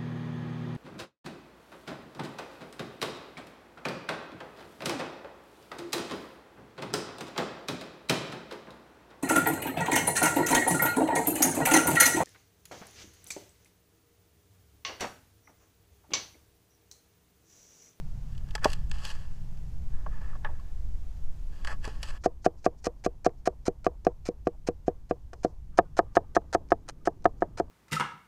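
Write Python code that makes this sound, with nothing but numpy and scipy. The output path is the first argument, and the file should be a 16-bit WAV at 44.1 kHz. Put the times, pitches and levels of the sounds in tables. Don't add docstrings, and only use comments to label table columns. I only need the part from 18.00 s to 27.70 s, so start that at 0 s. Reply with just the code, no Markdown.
import sys
import numpy as np
from scipy import signal
from scipy.fft import rfft, irfft
from scipy.io import wavfile
from scipy.ndimage import uniform_filter1d

SR = 44100
rng = np.random.default_rng(int(sys.argv[2]) if len(sys.argv) > 2 else 0)


def digitize_waveform(pressure):
    field = np.atleast_2d(pressure).T
    bounded = np.clip(field, -1, 1)
    quanta = np.round(bounded * 32767).astype(np.int16)
    wavfile.write(sys.argv[1], SR, quanta)


def invert_db(level):
    return 10 ** (np.asarray(level, dtype=float) / 20)


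N = 427769
T = np.arange(N) / SR


def rms_one(x):
    return x / np.sqrt(np.mean(x ** 2) + 1e-20)


def in_time(rows, outside=None):
    s, *columns = np.transpose(rows)
    return [np.interp(T, s, column, outside, outside) for column in columns]


def band(x, low_hz, high_hz, order=2):
    return signal.sosfilt(signal.butter(order, [low_hz, high_hz], "band", fs=SR, output="sos"), x)


def noise_band(low_hz, high_hz, order=2):
    return rms_one(band(rng.standard_normal(N + SR), low_hz, high_hz, order=order)[SR:])


def drift(rate):
    points = rng.standard_normal(400)
    return np.interp(T * rate % 399, np.arange(400), points)


def marks(times, heights):
    out = np.full(N, 1e-18)
    np.add.at(out, np.round(np.asarray(times) * SR).astype(int), heights)
    return out


def dying(clicks, t60):
    return signal.lfilter([1], [1, -invert_db(-60 / (t60 * SR))], clicks)


def resonate(x, peaks):
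    out = 0
    for k, (hz, width, level_db) in enumerate(peaks):
        r = np.exp(-np.pi * width / SR)
        rise = [(1 - r * r) / 2, 0, (r * r - 1) / 2]
        ring = signal.lfilter(rise, [1, -2 * r * np.cos(2 * np.pi * hz / SR), r * r], x)
        out = out + (-1) ** k * invert_db(level_db) * ring
    return out


def grains(per_s, spread_db):
    sizes = invert_db(spread_db * np.minimum(rng.exponential(1, N), 4)) * rng.choice([-1, 1], N)
    return rms_one(sizes * (rng.random(N) < per_s / SR))


def friction(source, dull, bright, body):
    parts = []
    for envelope, peaks in zip((dull, bright), body):
        ring = resonate(source * envelope + 1e-18, peaks)
        parts.append(ring / np.std(resonate(source[:SR], peaks)))
    return band(parts[0], 280, 3500, order=4) + parts[1]


def bursts(rows):
    dull, bright, after = np.zeros(N), np.zeros(N), np.arange(4000) / SR
    for s, peak_db, bright_db in rows:
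        t60 = 0.026 - .0007 * np.clip(bright_db, -15, 15)
        start = round(s * SR)
        fall = invert_db(peak_db - 10.5 - 60 * after / t60) * np.minimum(after / 0.0015, 1)
        dull[start:start + len(after)] += fall
        bright[start:start + len(after)] += fall * invert_db(bright_db)
    return dull, bright


# time in seconds, level in dB.
AIR = [(0, -62), (1.5, -62.5), (4.17, -63.5), (4.19, -72), (9.7, -72.5)]
# pitch in Hz, level in dB per Hz.
HISS_COLOUR = [(300, -13), (500, -10.5), (800, -9), (1200, -15.5), (2000, -19), (4000, -22.5),
               (6500, -21.5), (10000, -30), (15500, -30.5)]


def air():
    hz = np.maximum(np.fft.rfftfreq(N, 1 / SR), 1)
    colour_hz, colour_db = np.transpose(HISS_COLOUR)
    gain = invert_db(np.interp(np.log(hz), np.log(colour_hz), colour_db)) * (hz > 300)
    hiss = rms_one(irfft(rfft(rng.standard_normal(N)) * gain, N))
    return hiss * invert_db(in_time(AIR)[0])


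# time in seconds, level in dB.
ROAD = [(0, -43), (.35, -43), (.6, -46), (.9, -42), (1.1, -49.5), (1.4, -44), (2.5, -49.5), (2.92, -57),
        (3.32, -52), (3.67, -62), (3.94, -54), (4.5, -59.5), (7, -61), (7.94, -49.5), (8.3, -54),
        (8.67, -58), (9.5, -53.5)]
# time in seconds, level in dB.
TYRES = [(0, -88), (1.0, -80), (1.4, -70), (2.3, -62), (2.9, -78), (3.7, -59), (4.3, -65.5), (7.6, -69),
         (8.6, -58), (9.7, -59)]


def traffic():
    road = noise_band(85, 165, order=3) * invert_db(in_time(ROAD)[0])
    return road + noise_band(130, 330) * invert_db(in_time(TYRES)[0])


SPOT_ENDS_S = [4.18, 7.7]
# time in seconds, level in dB.
WIND = [(0.0, -39.5), (0.35, -38), (1.0, -35.5), (1.38, -46.5), (1.84, -35.5), (2.48, -37), (2.65, -42),
        (2.92, -34.5), (3.32, -42.5), (3.8, -37.5), (4.24, -43.5), (4.51, -47.5), (5.0, -46.5),
        (5.65, -44.5), (7.73, -45), (8.67, -48.5), (8.86, -53.5), (9.35, -47)]
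BUFFET_DB = [-29, -45, -44]


def wind():
    gust_db = in_time(WIND)[0]
    swing_db = gust_db - gust_db.mean()
    spot_db = np.take(BUFFET_DB, np.searchsorted(SPOT_ENDS_S, T))
    buffet = noise_band(1.97, 14) * invert_db(uniform_filter1d(spot_db, size=4000) + 0.27 * swing_db)
    throb = noise_band(15, 30) * invert_db(-50 + swing_db + 3.0 * drift(3))
    gust = noise_band(31, 67.8) * invert_db(gust_db + 0.63 * drift(9.2))
    opening_offset = -.075 * np.exp(-T / .004)
    return buffet + throb + gust + opening_offset


# middle in seconds, level in dB, quarter of the length in
# seconds.
RUSTLES = [(4.225, -67, .012), (4.435, -65.5, .01), (4.59, -69.5, .015), (4.634, -68, .01),
           (4.79, -67.5, 0.0099), (4.835, -67, .01), (4.993, -76, .012), (5.39, -75, 0.013),
           (5.64, -79, 0.0093), (7.403, -73.5, 0.038), (7.48, -73, 0.033), (7.765, -74.5, 0.011),
           (7.97, -71, 0.0077), (8.15, -69, 0.01), (8.509, -76, 0.009), (9.386, -74, 0.0094)]


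def rustles():
    brushing = 0
    for s, level_db, half in RUSTLES:
        brushing = brushing + invert_db(level_db) * np.maximum(1 - np.abs(T - s) / (2 * half), 0)
    return brushing * noise_band(4300, 7000)


# pitch in Hz, width in Hz, level in dB.
SLIDE_RINGS = [(810, 120, -11), (1170, 110, 6.5), (1140, 64, 1.5), (1520, 80, -6)]
# time in seconds, level in dB.
SLIDING = [(7.71, -89), (7.725, -69.5), (7.95, -76), (8.1, -72), (8.8, -81), (8.95, -80), (9.15, -83.5),
           (9.5, -71.5), (9.7, -73)]


def sliding():
    rub = rms_one(resonate(rng.standard_normal(N), SLIDE_RINGS))
    return rub * invert_db(in_time(SLIDING, -150)[0] + 2.0 * drift(12))


# time in seconds, peak in dB,
# pitch in Hz, width in Hz.
TICKS = [(.5075, -44, 3200, 900), (.5415, -52, 6000, 3000), (.5515, -31, 420, 120), (.5517, -26, 1780, 260),
         (.5518, -29, 5000, 700), (.5785, -44, 1500, 900), (.6452, -28, 3300, 400),
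         (.6453, -28, 6200, 1500), (.678, -48, 7000, 4000), (.682, -50, 11000, 4000),
         (.697, -46, 11500, 3500), (.7008, -42, 10500, 5000), (.7118, -46, 9000, 5000),
         (.7188, -38, 8000, 4000), (.7303, -33, 6000, 4000), (.7335, -38, 11500, 5000),
         (.8965, -46, 7500, 1500), (.9152, -38, 7700, 500), (1.0505, -40, 10000, 4000),
         (1.066, -38, 5800, 900), (1.078, -44, 9000, 3000), (1.104, -40, 5700, 900),
         (1.153, -48, 7000, 1500), (2.065, -36, 1200, 200), (2.067, -38, 650, 150), (2.129, -48, 1280, 90),
         (2.213, -46, 820, 150), (2.331, -42, 1110, 70), (2.354, -40, 850, 90), (2.4468, -28, 1750, 350),
         (2.447, -32, 860, 120), (2.448, -34, 2700, 700), (2.488, -40, 850, 50), (2.594, -48, 1100, 70),
         (3.6478, -34, 1800, 400), (3.6728, -30, 1750, 300), (3.673, -40, 4800, 1500),
         (3.8425, -44, 7700, 400), (3.8755, -46, 8000, 4000), (4.022, -48, 9500, 3000),
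         (4.0296, -34, 5000, 900), (4.2375, -36, 1300, 700), (5.293, -48, 1300, 900), (8.225, -57, 800, 90),
         (8.242, -55, 850, 70), (8.418, -52, 850, 120),
         (.9152, -36, 4500, 1200), (.9155, -40, 1750, 300), (.633, -42, 6300, 2500), (3.85, -40, 450, 250),
          (4.03, -36, 1100, 700), (6.2625, -40, 5200, 2500), (6.281, -42, 1500, 900), (7.85, -66, 1450, 25),
          (7.86, -66, 1080, 30), (8.06, -65, 1200, 25), (8.9055, -48, 7500, 3000), (8.8875, -42, 9500, 700),
          (9.008, -62, 1230, 40)]


def ticks():
    out, after = np.zeros(N), np.arange(3000) / SR
    for s, peak_db, hz, width in TICKS:
        shove = rng.standard_normal(len(after)) * np.exp(-after / .0012)
        ring = resonate(resonate(shove, [(hz, width, 0)]), [(hz, 3 * width, 0)])
        out[round(s * SR):][:len(after)] += invert_db(peak_db) * ring / np.abs(ring).max()
    return out


# pitch in Hz, width in Hz, level in dB.
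BLADE = [
    [(545, 160, -10), (866, 44, -3.5), (980, 67, -9), (1120, 58, -3), (1272, 70, -5.5), (1717, 135, -2),
     (2680, 340, -19.5), (3120, 780, -21.5)],
    [(2540, 350, -0.5), (2950, 600, 2), (3423, 67, -1), (4065, 160, -15), (4750, 680, -1.5),
     (5910, 580, -2.5), (6270, 1500, -6), (7980, 480, -7), (9600, 900, -16), (12400, 2500, -35)],
]
# time in seconds, peak in dB, bright part in dB.
SNAPS = [(0.3202, -56, 13), (0.3484, -49.5, 8), (0.378, -48, 14), (0.4856, -45, 3), (0.5077, -40, 4),
         (0.5518, -14, -1), (0.5781, -29, -13), (0.591, -46, 8), (0.6435, -11.5, 4), (0.701, -37, 10),
         (0.717, -30, -2), (0.7309, -24, 7), (0.8959, -48, -5), (0.9128, -29.5, 8.5), (0.9837, -44, 5),
         (1.0503, -29.5, 8), (1.571, -53, 6), (1.9036, -47, -4), (2.0634, -34, -38), (2.2129, -44, -8),
         (2.355, -49, -25), (2.4484, -19, -30), (2.596, -45, -5), (3.1672, -47, -5), (3.6461, -23, -3),
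         (3.6711, -22, -1), (3.8424, -24.5, -9), (3.8504, -29.5, 8), (4.0288, -20, 5), (4.1024, -35.5, -4)]
# start in seconds, length in seconds, level in dB, bright part in dB, fade in seconds per 20 dB.
STROKES = [(.28, .24, -69.5, -8, .05), (.535, .02, -62, -15, .04), (.64, .008, -33, -16, .04),
           (.66, .07, -52, 1, .04), (.74, .04, -64, -4, .15), (.94, .1, -51.5, -3, .06),
           (1.05, .06, -49, 3, .04), (1.12, .02, -55, -3, .3), (1.92, .17, -64, -25, .05),
           (2.12, .24, -56.5, -15, .03), (2.45, .02, -49, -30, .07), (2.54, .16, -67, -24, .05),
           (3.53, .12, -62, -4, .05), (3.675, .055, -41, -11, .022), (3.845, .015, -47, -5, .07),
           (3.83, .19, -59.5, -4, .03), (4.04, .065, -52, 0, .03), (4.115, .062, -56, -7, .02)]


def trimming():
    flutter = invert_db(2.0 * drift(45)) * (T < SPOT_ENDS_S[0])
    dull, bright = bursts(SNAPS)
    for start, length, level_db, bright_db, fade in STROKES:
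        before = np.maximum((start - T) / .025, 0)
        away = before + np.maximum((T - start - length) / fade, 0)
        pressure = flutter * invert_db(level_db - 20 * np.minimum(away, 10))
        dull, bright = dull + pressure, bright + pressure * invert_db(bright_db)
    return friction(grains(9000, 3.6), dull, bright, BLADE)


FIRM_BLOW_DB, JUICY_DB = -8, -46
# pitch in Hz, width in Hz, level in dB.
CLOVE = [
    [(660, 250, 1), (1131, 190, -2.5), (1335, 196, 0.5), (1890, 280, -7), (430, 200, -8)],
    [(2374, 210, 1), (3020, 260, -7), (4170, 410, -4), (5140, 600, -1), (6160, 1140, -2.5),
     (7600, 1430, -10), (8670, 300, -8), (12000, 2100, -34), (3550, 300, -17)],
]
# time in seconds, peak in dB, bright part in dB.
SKINS = [(5.9944, -63.5, -7), (7.3312, -29, -9), (7.903, -66, -2), (8.6862, -53, 4), (8.8623, -47, -6.5),
         (8.88, -27, -7.5), (8.8864, -25, -0.5), (8.8934, -24, -5), (9.2214, -51, -0.5)]
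# landing of the edge in seconds, blow in dB, high modes in dB,
# time in the clove in seconds, crackle in dB.
CHOPS_FRONT = [(4.2605, -10.5, -1, .0235, -42), (4.463, -7.5, 1.5, .02, -43.5),
               (4.6636, -9.5, 6, 0.021, -46), (4.869, -20.5, 11, .029, -43),
               (5.0638, -15.5, 6.5, .025, -44), (5.2644, -8, 2.5, .019, -42.5),
               (5.475, -10, 1.5, 0.02, -42.5), (5.682, -18.5, -1, .029, -43.5),
               (5.8662, -11, 7.5, .023, -50.5), (6.068, -8.5, 2, .02, -55), (6.289, -30, -7, .038, -48.5),
               (6.471, -16, 7, 0.021, -66), (6.6876, -22.5, 7, 0.022, -45), (6.881, -14, -6.5, 0.019, -63),
               (7.111, -17, 7, 0.02, -60.5), (7.4484, -13, -4, .017, -48)]
# landing in seconds, blow in dB, high modes in dB,
# time in the clove in seconds, crackle in dB.
CHOPS_SIDE = [(7.788, -5, 2.5, .015, -42), (7.991, -8.5, 2, .024, -43), (8.1691, -7, 2, .017, -42.5),
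              (8.366, -9, 2.5, .017, -41.5), (8.5494, -11.5, 0, .022, -41.5), (8.7195, -8, 2, 0.015, -55.5),
              (9.0739, -13, 0.5, .022, -45), (9.2553, -7.5, 2.5, .012, -54), (9.4219, -13, -2, 0.016, -63),
              (9.6004, -16, -7.5, 0.029, -49.5)]
CUT_DULL_DB = [3, 6.5]


def cuts():
    dull, bright = bursts(SKINS)
    for chops, dull_db in zip((CHOPS_FRONT, CHOPS_SIDE), CUT_DULL_DB):
        for end, blow_db, _, length, crackle_db in chops:
            inside = slice(round((end - length) * SR), round(end * SR))
            since = T[inside] - end + length
            early_split_db = .8 * max(JUICY_DB - crackle_db, 0) * max(blow_db + 13.5, 0)
            swell_db = 4 - early_split_db
            bright[inside] = invert_db(crackle_db + swell_db * (since / length - .35))
            bright[inside] *= np.clip(since / 0.001, 0, 1)
            dull[inside] = bright[inside] * invert_db(dull_db + .22 * (blow_db - FIRM_BLOW_DB))
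    lumps = invert_db(2.6 * drift(350))
    return friction(grains(5000, 4.03), dull * lumps, bright * lumps, CLOVE)


# time in seconds, blow in dB, low modes in dB, high modes in dB, crack in dB.
TOUCHES = [
    (0.656, -5, -2.5, -6.5, -40),
    (2.063, -29.5, -16, 0.5, -66),
    (2.354, -40, -18, 4.5, -63),
    (2.446, -36, -22, 0.5, -80),
    (2.494, -34.5, -18, -10, -67),
    (3.876, -32.5, 11.5, -17.5, -47),
    (7.332, -37, -1.5, 8, -54),
]
FLATNESS_DB = [-2.5, 0.1, 0.1, 0.1, 0.1, 0.1, -4, 2, 0.1, 1, 4.5, 1, 3.5, 1, 0.1, 0.1, 1, -1, -0.5, 0.1,
               0.1, 0.1, 0.1, 0.1, 0.1, 0.1]
SPLINTER_DB = [0.1, 0.1, 0.1, 0.1, 0.1, 0.1, 6, -5, 3, 6, 0.1, 6, -8, 0.1, -8, 2, -4, -5, -5, -8, -1.5, 0.1,
               -7, 0.1, -7, 0.1]


def blows_on_board():
    s, blow_db, high_db, _, crackle_db = np.transpose(CHOPS_FRONT + CHOPS_SIDE)
    firmer_db = blow_db - FIRM_BLOW_DB
    low_db = 2.5 + np.array(FLATNESS_DB) - .5 * firmer_db
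    crack_db = -40.5 + np.array(SPLINTER_DB) + .5 * firmer_db + .4 * (crackle_db - JUICY_DB)
    rows = np.vstack([np.transpose([s, blow_db, low_db, high_db, crack_db]), TOUCHES])
    s, blow_db, low_db, high_db, crack_db = rows[np.argsort(rows[:, 0])].T
    rattle_db = -5 - 0.65 * (blow_db - FIRM_BLOW_DB)
    s = s - .0003
    return s, blow_db, low_db, high_db, crack_db, rattle_db


# low Hz, high Hz, level in dB, seconds to fall 60 dB, extra from the side in dB.
AFTER = [(300, 640, -36, 0.19, 0.1), (550, 1060, -46, 0.32, -2), (1200, 2000, -49, 0.07, -2),
         (2470, 8000, -62, 0.07, -7)]


def slices_rattle():
    s, blow_db, _, _, _, rattle_db = blows_on_board()
    from_side = np.searchsorted(SPOT_ENDS_S, s) == 2
    lumps, out = invert_db(3.5 * drift(60)), 0
    for low_hz, high_hz, level_db, t60, side_db in AFTER:
        starts = marks(s + 0.0061, invert_db(blow_db + rattle_db + level_db + side_db * from_side + 4.5))
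        out = out + noise_band(low_hz, high_hz, order=3) * lumps * dying(starts, t60)
    return out


# pitch in Hz, width in Hz, dB over the blow.
EDGE = [(1900, 400, -22), (2450, 350, -21), (3100, 450, -26)]


def landings():
    s, blow_db, _, high_db, crack_db, _ = blows_on_board()
    bite = resonate(marks(s + .0003, invert_db(blow_db + high_db + 20)), EDGE)
    held = uniform_filter1d(marks(s + 0.0013, invert_db(crack_db + 9.5)), size=130)
    crack = dying(held, 0.0073)
    return bite + friction(grains(6000, 8.1), 2.0 * crack, crack, CLOVE)


# pitch in Hz, level in dB, seconds to fall 60 dB, direction and size of the motion.
BOARD_FAR = [(150, -28, 0.039, 1), (230, -13.5, 0.02, 1), (438, -14.5, .07, -1), (601, -11.5, 0.035, -1.2),
             (723, -12.5, 0.017, 1), (775, -11.5, 0.044, -1), (920, -9, 0.0245, 1),
             (1100, -10.5, 0.065, -1.4), (1634, -15.5, 0.072, 1), (2940, -32, 0.024, -1.6)]
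# Hz, dB, seconds to fall 60 dB, direction and size of the motion.
BOARD_FRONT = [(93, -26.5, 0.11, 0.77), (171, -21.5, .06, 1), (323.6, -21.5, 0.072, -1.06),
               (381, -9, 0.045, -0.95), (477.8, -9, 0.069, -0.63), (573, -12, 0.027, -1.4),
               (644.5, -8.5, 0.054, -0.54), (731.4, -1.5, 0.029, 0.87), (740, -9.5, 0.0037, 0.37),
               (1171, -18, 0.024, 1), (1390, -26, 0.023, 0.86), (1610, -23.5, 0.019, 0.62),
               (2480, -26, 0.051, 0.61), (3940, -43, 0.0052, 1)]
# Hz, dB, seconds to fall 60 dB, direction and size of the motion.
BOARD_SIDE = [(88.5, -27.5, 0.23, 0.49), (192.4, -23.5, 0.069, 1), (308.5, -8, 0.045, 0.69),
              (388.3, -8.5, 0.04, -0.82), (448.5, -14.5, 0.075, 0.55), (541, -6, 0.024, -1.31),
              (677, -2.5, 0.044, -1.08), (740, -4.5, 0.041, 0.9), (829, -14, 0.079, 1),
              (935, -16, 0.057, 1), (1074, -17, 0.026, -1.3), (1112, -12, 0.025, 0.91),
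              (1254, -6.5, 0.027, 0.63), (1598, -8, 0.02, -0.55), (1763, -15, 0.023, 0.95),
              (2114, -24, 0.047, -0.13), (2850, -42, .018, -1.2)]
FACING = [-1, 1, 1]


def knocks(contact_hz=550):
    s, blow_db, low_db, high_db, _, _ = blows_on_board()
    spot, out = np.searchsorted(SPOT_ENDS_S, s), np.zeros(N)
    chance = rng.normal(0, 1, (len(s), 18))
    for k, modes in enumerate((BOARD_FAR, BOARD_FRONT, BOARD_SIDE)):
        here = spot == k
        heard = slice(int(s[here][0] * SR), int((s[here][-1] + .2) * SR))
        for j, (hz, level_db, t60, way) in enumerate(modes):
            part_db = low_db if hz < 520 else high_db if hz > 1000 else 0 * s
            strength = invert_db(blow_db + level_db + part_db + 3.5 + 1.2 * chance[:, j])
            blows = marks(s, here * FACING[k] * way * strength)
            r = invert_db(-60 / (min(t60, 40 / hz) * SR))
            w = 2 * np.pi * hz / SR
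            ring = signal.lfilter([0, np.sin(w)], [1, -2 * r * np.cos(w), r * r], blows[heard])
            out[heard] += np.hypot(1, hz / contact_hz) * ring
    soft = np.exp(-2 * np.pi * contact_hz / SR)
    return signal.lfilter([1 - soft], [1, -soft], out)


def scene():
    background = air() + traffic() + wind()
    hands = rustles() + sliding() + ticks() + trimming()
    chops = cuts() + slices_rattle() + landings() + knocks()
    return (background + hands + chops)[None]


def band_limit(x):
    return signal.sosfilt(signal.butter(12, 16450, fs=SR, output="sos"), x)


def record(dry):
    dry = dry + invert_db(-84.5) * noise_band(8000, 18000)
    rounded = 0.73 * np.tanh(dry / 0.89)
    top_cut = signal.cheby2(10, 50, 16350, fs=SR, output="sos")
    return band_limit(signal.sosfilt(top_cut, rounded))


dry = scene()
out = record(dry)
digitize_waveform(out)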